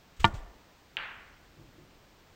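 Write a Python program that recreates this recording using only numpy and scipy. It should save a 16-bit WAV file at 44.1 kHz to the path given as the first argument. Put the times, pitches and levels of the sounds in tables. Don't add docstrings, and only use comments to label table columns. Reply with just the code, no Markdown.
import sys
import numpy as np
from scipy import signal
from scipy.fft import rfft, irfft
from scipy.io import wavfile
from scipy.ndimage import uniform_filter1d, minimum_filter1d

SR = 44100
rng = np.random.default_rng(int(sys.argv[2]) if len(sys.argv) > 2 else 0)


def put_to_file(sound):
    columns = np.atleast_2d(sound).T
    safe = np.clip(columns, -1, 1)
    whole_steps = np.round(safe * 32767)
    wavfile.write(sys.argv[1], SR, whole_steps.astype(np.int16))


N = 103635
T = np.arange(N) / SR
HZ = np.fft.rfftfreq(N, 1 / SR)
STRIKE_S = 0.2429

# (f/Hz, level/dB, fade/s)
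CUE_NOTES = [(37, -41.5, 0.49), (104.6, -23.5, .15), (205, -22.5, 0.13), (332.4, -25.5, 0.13),
             (687, -24.5, .085), (915, -7.5, 0.055), (1168, -12.5, 0.062), (1424, -20.5, 0.11),
             (1775, -19.5, 0.073), (2046, -22, .055), (2360, -20, 0.038), (2775, -16, 0.03),
             (3082, -12, 0.024), (3222, -19.5, 0.038), (4080, -24, 0.011)]
# (f/Hz, level/dB)
CRACK_COLOUR = [(100, -16), (260, 5), (550, 4), (1000, -3), (1600, -8.5), (2100, 2.5), (2600, -2.5),
                (3500, 1.5), (4200, -5), (5100, -28), (6700, -23.5), (8500, -28), (11000, -46),
                (15000, -40.5)]
# (t/s, level/dB)
RATTLES = [(0.2517, -25), (0.2559, -41), (0.2622, -36)]
# (f/Hz, level/dB)
RATTLE_COLOUR = [(300, -12), (1500, -0.5), (3000, -1.5), (5000, -0.5), (6500, -8), (8200, -11.5),
                 (11000, -29), (14000, -25)]
def cue_strike():
    age = np.maximum(T - STRIKE_S, 0)
    contact_s = 0.0011
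    swell = np.sin(np.pi / 2 * np.minimum(age / contact_s, 1)) ** 2
    ring = sum((-1) ** k * amp(db) * fade_out(age, fade) * np.sin(2 * np.pi * hz * age)
               for k, (hz, db, fade) in enumerate(CUE_NOTES, 1))
    crack = amp(-15) * noise(CRACK_COLOUR) * burst(STRIKE_S, rise=0.00089, hold=0.0024, fade=0.022)
    shakes = sum(amp(db) * burst(s, rise=0.0011, hold=0.0011, fade=0.0063) for s, db in RATTLES)
    return swell * ring + crack + noise(RATTLE_COLOUR) * shakes


def clack(start, pitch_hz=2760, crest_s=0.0005):
    age = np.maximum(T - start, 0)
    swell = (age / crest_s * np.exp(1 - age / crest_s)) ** 2.5
    return swell * np.sin(2 * np.pi * pitch_hz * age)


# (t/s, level/dB)
CLACKS = [(0.9692, -16), (0.973, -35), (0.9735, -27.5), (0.9866, -28), (.9900, -28), (1.0132, -37),
          (1.0247, -45), (1.075, -40)]
# (f/Hz, level/dB)
KNOCK_COLOUR = [(150, -20), (400, -14.5), (1000, -9), (1550, -7), (2200, 5), (4400, -9), (6000, -45),
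                (9000, -62)]
# (f/Hz, level/dB)
PACK_ECHO_COLOUR = [(120, -40.5), (250, -21.5), (500, -11), (800, -6), (1200, -3), (1550, 2), (2100, -1.5),
                    (2900, -2.5), (3800, -15.5), (4600, -20.5), (5500, -46.5), (8000, -56)]
# (f/Hz, fade/s)
PACK_ECHO_FADES = [(300, 0.72), (800, 0.98), (1600, 0.91), (3000, 0.72), (5000, 0.46)]
def pack_hit():
    first = CLACKS[0][0]
    clacks = sum(amp(db) * clack(s) for s, db in CLACKS)
    knock = amp(-34) * noise(KNOCK_COLOUR) * burst(first, rise=0.0005, hold=0, fade=0.028)
    echo = die_away(noise(PACK_ECHO_COLOUR), start=first + 0.059, fades=PACK_ECHO_FADES)
    return clacks + knock + amp(-40) * echo * fade_in(first, rise=0.003)


# (t/s, hold/s, level/dB, fade/s)
SLIDES = [(0.16, .012, -62, 0.13), (0.195, 0.0092, -43.5, 0.1), (0.223, .02, -55, .05),
          (0.267, 0.012, -51.5, 0.037), (0.336, 0.009, -52.5, 0.25)]
# (f/Hz, level/dB)
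SLIDE_COLOUR = [(100, -17), (300, 3), (550, -2.5), (850, -10.5), (1300, 0.5), (1900, -1.5), (3000, 2),
                (5000, -5), (7800, -3.5), (9500, -15.5), (11000, -34), (13000, -17), (16000, -19)]
# (t/s, f/Hz, width/s, level/dB)
BUMPS = [(0.2081, 51, 0.011, -29.5), (0.2526, 100, 0.0068, -20.5), (0.3442, 88, 0.0056, -28.5),
         (0.487, 42, 0.015, -46)]
# (f/Hz, level/dB)
SHUDDER_COLOUR = [(8, -10), (20, -3), (42, 5), (70, -13), (130, -20.5), (300, -74), (1000, -100)]
# (t/s, level/dB)
SHUDDER_LEVELS = [(.16, -74), (.21, -35.5), (.34, -37.5), (.42, -46), (.49, -53), (.56, -64), (.7, -71)]
def cue_stroke():
    rubs = sum(amp(db) * burst(s, rise=0.01, hold=hold, fade=fade) for s, hold, db, fade in SLIDES)
    slide = noise(SLIDE_COLOUR) * rubs
    bumps = sum(amp(db) * np.exp(-((T - s) / width) ** 2) * np.cos(2 * np.pi * hz * (T - s))
                for s, hz, width, db in BUMPS)
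    shudder = noise(SHUDDER_COLOUR) * follow(SHUDDER_LEVELS)
    return slide + bumps + shudder


# (f/Hz, fade/s)
HALL_FADES = [(100, 0.42), (400, 1), (1400, 1), (3000, 0.83), (8000, 0.38)]
# (f/Hz, level/dB)
HALL_RETURN = [(60, -25), (200, -26.5), (450, -30), (950, -34), (1600, -25), (3000, -48), (8000, -37.5)]
# (f/Hz, level/dB)
CUE_WASH_COLOUR = [(60, -11.5), (150, 1), (450, 0.5), (700, 0), (1000, -2), (1500, -11.5), (2200, -13.5),
                   (3200, -17.5), (5000, -29), (8000, -22), (11000, -42)]
def hall_echo(strike):
    tail = die_away(rng.standard_normal(N), start=0, fades=HALL_FADES)
    tail /= np.linalg.norm(tail)
    tail = irfft(rfft(tail) * amp(look_up(HALL_RETURN, HZ)), N)[:SR]
    trace = signal.fftconvolve(strike, tail)[:N]
    wash = die_away(noise(CUE_WASH_COLOUR), start=STRIKE_S, fades=HALL_FADES)
    return trace + amp(-44.5) * wash * fade_in(STRIKE_S, rise=0.019)


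# (t/s, hold/s, level/dB)
THUDS = [(1.558, 0.03, -54.5), (1.763, 0.073, -58.5)]
# (f/Hz, level/dB)
THUD_COLOUR = [(40, -21), (90, -11.5), (140, 0.5), (220, -19), (320, -4), (450, -17.5), (800, -33),
               (2000, -48), (5000, -65)]
def cushion_thuds():
    thuds = sum(amp(db) * burst(s, rise=0.021, hold=hold, fade=0.67) for s, hold, db in THUDS)
    return noise(THUD_COLOUR) * thuds


# (f/Hz, level/dB)
ROLL_COLOUR = [(20, -11.5), (55, 2), (130, -7), (300, -12), (500, -26), (1500, -42), (5000, -85)]
# (t/s, level/dB)
ROLL_LEVELS = [(.95, -95), (.98, -62), (1.25, -67.5), (1.45, -79), (1.62, -63.5), (1.85, -71), (2.0, -80),
               (2.35, -84)]
def rolling_balls():
    return noise(ROLL_COLOUR) * follow(ROLL_LEVELS)


# (f/Hz, level/dB)
AIR_COLOUR = [(12, -23), (22, -2), (88, -4), (245, -8.5), (450, -10.5), (800, -12.5), (1500, -15.5),
              (2800, -18.5), (5000, -22.5), (7500, -28), (9000, -33), (10400, -41.5), (11500, -60)]
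# (f/Hz, level/dB)
HISS_COLOUR = [(9000, -41.5), (11100, -20), (11800, -10), (12500, -4.5), (14000, 0), (16000, 3)]
def background():
    return amp(-60) * noise(AIR_COLOUR) + amp(-72) * noise(HISS_COLOUR)


def amp(db):
    return 10 ** (np.asarray(db) / 20)


def look_up(table, hz):
    pitches, values = np.transpose(table)
    return np.interp(np.log(hz + 1), np.log(pitches + 1), values)


def follow(levels):
    return amp(np.interp(T, *np.transpose(levels)))


def noise(colour):
    phases = np.exp(2j * np.pi * rng.random(len(HZ)))
    x = irfft(amp(look_up(colour, HZ)) * phases, N)
    return x / x.std()


def fade_in(start, rise):
    return np.clip((T - start) / rise, 0, 1)


def fade_out(age, fade):
    return np.exp(-np.log(1000) * np.maximum(age, 0) / fade)


def burst(start, rise, hold, fade):
    return fade_in(start, rise) * fade_out(T - start - hold, fade)


def die_away(x, start, fades):
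    hz, t, bands = signal.stft(x, SR, nperseg=256)
    bands = bands * fade_out(t - start, look_up(fades, hz)[:, None])
    return signal.istft(bands, SR)[1][:N]


def scene():
    strike = cue_strike()
    room = background()
    cue = strike + hall_echo(strike) + cue_stroke()
    balls = pack_hit() + rolling_balls() + cushion_thuds()
    return (cue + balls + room)[None]


def record(dry):
    ceiling_db, cutoff_hz = -3.7, 15880
    gain = np.minimum(1, amp(ceiling_db) / (abs(dry) + 1e-9))
    gain = minimum_filter1d(gain, size=89)
    gain = uniform_filter1d(uniform_filter1d(gain, size=45), size=45)
    treble_cut = signal.firwin(511, cutoff_hz, window=("kaiser", 9), fs=SR)
    return signal.oaconvolve(dry * gain, treble_cut[None], "same")


dry = scene()
out = record(dry)
put_to_file(out)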